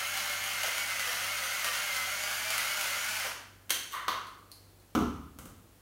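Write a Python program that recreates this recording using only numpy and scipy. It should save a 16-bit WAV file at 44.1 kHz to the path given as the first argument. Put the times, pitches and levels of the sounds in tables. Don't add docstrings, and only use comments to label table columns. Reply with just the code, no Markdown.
import sys
import numpy as np
from scipy import signal
from scipy.fft import rfft, irfft
from scipy.io import wavfile

SR = 44100
rng = np.random.default_rng(int(sys.argv[2]) if len(sys.argv) > 2 else 0)


def dump(signal):
    limited = np.clip(np.atleast_2d(signal).T, -1, 1)
    pcm = np.round(limited * 32767).astype(np.int16)
    wavfile.write(sys.argv[1], SR, pcm)


N = 256220
T = np.arange(N) / SR

# multiple of the shaft speed, relative level in dB.
GEAR_TONES = [(1, -30.5), (3, -16.5), (4, -19), (6, -24.5), (7, -8), (8, -13), (9, -19), (10, -15),
              (11, -4.5), (12, -16.5), (15, -23), (22, -19), (34, -14)]
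# start in s, length in s, full sag of the shaft speed in Hz.
BURR_BITES = [(-.1, .125, 16), (.11, .1, 12), (0.241, .33, 9.5), (.573, .1, 21), (.859, .17, 22),
              (1.037, .071, 47), (1.107, .156, 16), (1.342, .135, 27), (1.569, .146, 37), (1.844, .205, 17),
              (2.524, .088, 30), (2.801, .097, 22), (3.188, .105, 45)]
# start in s, length in s.
EMPTY_RUNS = [(2.36, .16), (3.034, .15)]
# time in s, level in dB.
CORN_CRACKS = [(.175, -21), (.633, -17), (.655, -27), (.781, -20), (.996, -20), (1.645, -17.5), (1.66, -29),
               (2.504, -17), (2.58, -16.5), (2.81, -18), (2.858, -23.5)]
# time in s, level in dB, chatter decay in s.
DRIVE_JOLTS = [(.635, -26.5, 0.019), (1.65, -30, 0.024), (3.245, -30, 0.022)]
# time in s, level in dB, chatter decay in s.
PART_SNAPS = [(3.6948, -24.5, 0.0085), (3.7048, -10.5, 0.0035)]
# time in s, level in dB, chatter decay in s.
SETTING_CLACKS = [(4.0815, -12, 0.0058), (4.117, -22.5, 0.0032)]
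# time in s, level in dB, chatter decay in s.
FINGER_TICKS = [(4.2705, -43, .001), (4.5167, -35, 0.0017), (4.8, -52, .01)]
# time in s, level in dB, chatter decay in s.
BASE_THUMPS = [(4.9515, -12.3, 0.0024), (4.9555, -13.5, 0.0027)]
# time in s, level in dB, chatter decay in s.
LIFT_KNOCKS = [(5.3878, -29, 0.0052), (5.4561, -32.5, 0.0056)]
# time in s, level in dB.
COUNTER_LOADS = [(4.952, -27.5), (5.005, -26.5), (5.36, -53)]

# frequency in Hz, relative level in dB.
GRIND_COLOUR = [(120, -41), (200, -22), (372, -25.5), (610, -10), (946, -8.5), (1390, -2), (1900, -4.5),
                (2450, -4), (3000, -4.5), (3800, -9), (6600, -6.5), (7900, -12), (9640, -8), (15800, -14.5)]
# frequency in Hz, relative level in dB.
JOLT_COLOUR = [(80, -26), (200, -9), (350, -11.5), (550, 6), (800, 6), (1500, -5), (4000, -38),
               (15000, -54)]
# frequency in Hz, relative level in dB.
SNAP_COLOUR = [(100, -30), (300, -9), (800, -9), (1600, -2), (2500, -4), (3150, 1.5), (4400, -4),
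               (5100, -9), (6150, 1.5), (7400, -7.5), (10000, -1), (12000, -10), (14000, -1), (14600, -9)]
# frequency in Hz, relative level in dB.
TWIST_COLOUR = [(250, -32.5), (600, -22), (860, -19), (1080, 5), (1280, -5), (1550, -13), (1850, -7),
                (2400, -22), (3500, -18), (5200, -31.5), (15000, -37)]
# frequency in Hz, relative level in dB.
CLACK_COLOUR = [(100, -24), (250, -13.5), (600, -8.5), (840, -12.5), (1080, 7.5), (1300, 0.5), (1600, -7),
                (2400, -15.5), (3500, -11), (4400, -13.5), (5200, -19.5), (6100, -16.5), (7500, -25.5),
                (15000, -25)]
# frequency in Hz, relative level in dB.
TICK_COLOUR = [(400, -10), (1500, -18), (3300, -17), (4200, 1), (4700, -3), (5600, -11), (7500, -11),
               (9500, -5), (15000, -13.5)]
# frequency in Hz, relative level in dB.
THUMP_COLOUR = [(35, -33), (75, -4), (160, -10.5), (230, -2.5), (290, -1), (420, -8), (550, -20.5),
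                (900, -13), (1250, -6), (1550, -22), (1900, -30.5), (3100, -27.5), (5000, -36), (5900, -28),
                (8000, -39), (15800, -38)]
# frequency in Hz, relative level in dB.
LIFT_COLOUR = [(60, 13), (240, 16), (340, 7), (900, -1), (1300, 8), (1800, -7.5), (3200, -7), (4800, -11.5),
               (6400, -3), (15800, -6.5)]
# frequency in Hz, width in Hz, lift in dB.
HOUSING_MODES = [(1106, 59, 0), (1300, 80, -1.5), (1510, 98, 2.5), (2140, 170, 4), (3003, 530, 4),
                 (4450, 280, 3), (6000, 360, 0.5), (7200, 880, -2), (10600, 660, -3)]
# frequency in Hz, relative level in dB, t60 in s.
COUNTER_MODES = [(73.2, -12.5, 0.97), (92.5, -15, 0.54), (125.5, -12, 0.45), (166, -10, 0.35),
                 (214, -10, .6), (242, -7, 0.62), (272.5, -2, 0.57), (317, -12.5, 0.33), (418, -12.5, 0.49),
                 (695, -16, 0.31)]
# frequency in Hz, t60 in s.
KITCHEN_T60 = [(80, 1), (250, 0.65), (500, 0.54), (1200, 0.7), (3000, 0.64), (7000, 0.57), (15000, 0.4)]
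# frequency in Hz, rms level in dB before wavering.
HUM_TONES = [(48.5, -68), (97.5, -63), (165, -78)]
# frequency in Hz, relative level in dB.
AIR_COLOUR = [(20, -25), (48, -8), (65, -6), (150, -12), (300, -8), (700, -16), (2000, -23), (6000, -27),
              (15800, -26)]

SHAFT_HZ, RACE_HZ = 203.6, 11.5
INERTIA_S = 0.04
STOP_S, COAST_S = 3.26, 0.033
DRIVE_DB, LOAD_DB_PER_HZ, SWELL_DB_PER_S = -34.7, 0.0088, 0.2
RUB_S, RUB_RISE_S, RUB_HOLD_S, RUB_FALL_S, RUB_DB = 3.897, 0.025, 0.011, 0.012, -39.5
TWIST_S, TWIST_RISE_S, TWIST_HOLD_S, TWIST_FALL_S, TWIST_DB = 3.918, 0.022, 0.033, 0.037, -33.5
ROCK_S, ROCK_GAP_S, ROCK_DB, ROCK_LOSS_DB, ROCK_CHATTER_S = 4.99, 0.017, -22.5, 0.8, 0.0028
EDGE_HZ = 15850


def drive():
    sag_hz = sum(hz * lagged(start_s, length_s) for start_s, length_s, hz in BURR_BITES)
    sag_hz = sag_hz - RACE_HZ * sum(lagged(*row) for row in EMPTY_RUNS)
    coast = np.exp(-np.maximum(T - STOP_S, 0) / COAST_S)
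    speed_hz = (SHAFT_HZ - sag_hz) * (1 + 0.003 * wander(40)) * np.sqrt(coast)
    angle = 2 * np.pi * np.cumsum(speed_hz) / SR
    strength = amp(DRIVE_DB + LOAD_DB_PER_HZ * sag_hz + SWELL_DB_PER_S * T) * coast
    return angle, strength


def lagged(start_s, length_s):
    before_on = np.exp(-np.maximum(T - start_s, 0) / INERTIA_S)
    before_off = np.exp(-np.maximum(T - start_s - length_s, 0) / INERTIA_S)
    return before_off - before_on


def gears(angle, strength, whine_db=-1.8, flutter=0.27):
    tones = np.zeros(N)
    for multiple, db in GEAR_TONES:
        tone = np.sin(round(multiple) * angle + 2 * np.pi * rng.random())
        tones += amp(db) * (1 + flutter * wander(20)) * tone
    return amp(whine_db) * strength * tones


def burrs(angle, strength, rattle_db=-4, crunch_db=-3, bite=0.71, clump_db=3):
    rattle = unit(rng.standard_normal(N) * np.exp(bite * np.cos(angle)))
    crunch = unit(grains(per_s=2500, spread_db=3) * amp(clump_db * wander(70)))
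    cracks = contacts([(s, db, 0.003) for s, db in CORN_CRACKS], chatter=2.8)
    force = strength * (amp(rattle_db) * rattle + amp(crunch_db) * crunch) + cracks
    jolts = colour(contacts(DRIVE_JOLTS, chatter=4.1), JOLT_COLOUR, HOUSING_MODES)
    return colour(force, GRIND_COLOUR, HOUSING_MODES) + jolts


def handling():
    rub = amp(RUB_DB) * slide(RUB_S, RUB_RISE_S, RUB_HOLD_S, RUB_FALL_S)
    twist = amp(TWIST_DB) * slide(TWIST_S, TWIST_RISE_S, TWIST_HOLD_S, TWIST_FALL_S)
    snaps = colour(contacts(PART_SNAPS, chatter=3.6) + rub, SNAP_COLOUR, HOUSING_MODES)
    scrape = colour(twist, TWIST_COLOUR, HOUSING_MODES)
    clacks = colour(contacts(SETTING_CLACKS, chatter=3.1), CLACK_COLOUR, HOUSING_MODES)
    ticks = colour(contacts(FINGER_TICKS, chatter=1.8), TICK_COLOUR, HOUSING_MODES)
    return snaps + scrape + clacks + ticks


def slide(start_s, rise_s, hold_s, fall_s):
    t = T - start_s
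    swell = np.clip(t / rise_s, 0, 1) ** 2
    decay = np.exp(-np.maximum(t - rise_s - hold_s, 0) / fall_s)
    return grains(per_s=2000, spread_db=0) * swell * decay


def knocks(count=3):
    rocking = [(ROCK_S + k * ROCK_GAP_S, ROCK_DB - k * ROCK_LOSS_DB, ROCK_CHATTER_S) for k in range(count)]
    landing = contacts(list(BASE_THUMPS) + rocking, chatter=0.69)
    lifting = contacts(LIFT_KNOCKS, chatter=1.55)
    return colour(landing, THUMP_COLOUR, HOUSING_MODES) + colour(lifting, LIFT_COLOUR, HOUSING_MODES)


def counter(rise_s=0.002):
    boom = np.zeros(N)
    for s, load_db in COUNTER_LOADS:
        part = boom[round(s * SR):]
        t = T[:len(part)]
        ring = sum(amp(db - 60 * t / t60) * np.sin(2 * np.pi * hz * t) for hz, db, t60 in COUNTER_MODES)
        part += amp(load_db) * ring * (1 - np.exp(-t / rise_s))
    return boom


def kitchen(x, wet_db, shift_hz, count=4):
    shares = np.array([wander(shift_hz) for _ in range(count)])
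    shares /= np.linalg.norm(shares, axis=0)
    feeds = np.pad(x * shares, ((0, 0), (SR, 0)), "reflect")
    wet = sum(signal.fftconvolve(feed, reflections())[SR:SR + N] for feed in feeds)
    return (x + amp(wet_db) * wet) / np.hypot(1, amp(wet_db))


def reflections(build_s=0.0018):
    taps = rng.choice([-1., 1.], SR) * (rng.random(SR) < 5000 / SR)
    hz, t, bands = signal.stft(taps, SR, nperseg=256)
    decay = amp(-60 * t / read(KITCHEN_T60, hz)[:, None])
    tail = signal.istft(bands * decay, SR, nperseg=256)[1][:SR]
    tail *= 1 - np.exp(-T[:SR] / build_s)
    return tail / np.linalg.norm(tail)


def background(air_db=-61, waver=0.21):
    hum = np.zeros(N)
    for hz, db in HUM_TONES:
        level = amp(db) * (1 + waver * wander(3.5))
        hum += level * np.sqrt(2) * np.sin(2 * np.pi * (hz * T + rng.random()))
    return hum + amp(air_db) * colour(rng.standard_normal(N), AIR_COLOUR)


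def contacts(rows, chatter):
    force, t = np.zeros(N), T[:SR // 4]
    for s, db, decay_s in rows:
        noise = unit(rng.standard_normal(len(t)) * np.exp(-t / decay_s))
        spectrum = rfft(unit(t == 0) + chatter * noise)
        burst = irfft(spectrum / (abs(spectrum) + 1e-12))[:len(t) // 2]
        burst *= amp(db) * np.sqrt(SR / 1000) / np.linalg.norm(burst)
        part = force[round(s * SR):][:len(burst)]
        part += burst[:len(part)]
    return force


def grains(per_s, spread_db):
    size = amp(spread_db * np.minimum(rng.exponential(1, N), 4))
    return unit(size * rng.choice([-1, 1], N) * (rng.random(N) < per_s / SR))


def colour(x, spectrum, modes=(), size=8192):
    hz = abs(np.fft.fftfreq(size, 1 / SR))
    lifts_db = sum(lift / (1 + (2 * (hz - f) / width) ** 2) for f, width, lift in modes)
    log_gain = np.log(amp(read(spectrum, hz) + lifts_db))
    response = np.fft.ifft(np.exp(np.conj(signal.hilbert(log_gain)))).real[:size // 2]
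    return signal.oaconvolve(x, response / np.linalg.norm(response))[:N]


def wander(rate_hz):
    hz = np.fft.rfftfreq(N, 1 / SR)
    return unit(irfft(rfft(rng.standard_normal(N)) / np.sqrt(1 + (hz / rate_hz) ** 4), N))


def read(points, hz):
    f, value = np.transpose(points)
    return np.interp(np.log(hz + 1), np.log(f + 1), value)


def amp(db):
    return 10 ** (np.asarray(db) / 20)


def unit(x):
    return x / np.sqrt(np.mean(x ** 2) + 1e-20)


def scene():
    angle, strength = drive()
    whine = kitchen(gears(angle, strength), wet_db=0.5, shift_hz=2.15)
    grinding = kitchen(burrs(angle, strength), wet_db=4, shift_hz=24.7)
    blows = kitchen(handling() + knocks(), wet_db=2, shift_hz=30)
    mono = whine + grinding + blows + counter() + background()
    return np.array([mono, mono])


def record(dry):
    bass_cut = signal.butter(4, 40, "highpass", fs=SR, output="sos")
    band_limit = signal.firwin(511, EDGE_HZ, window=("kaiser", 9), fs=SR)
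    return signal.oaconvolve(signal.sosfilt(bass_cut, dry), band_limit[None], "same")


dry = scene()
out = record(dry)
dump(out)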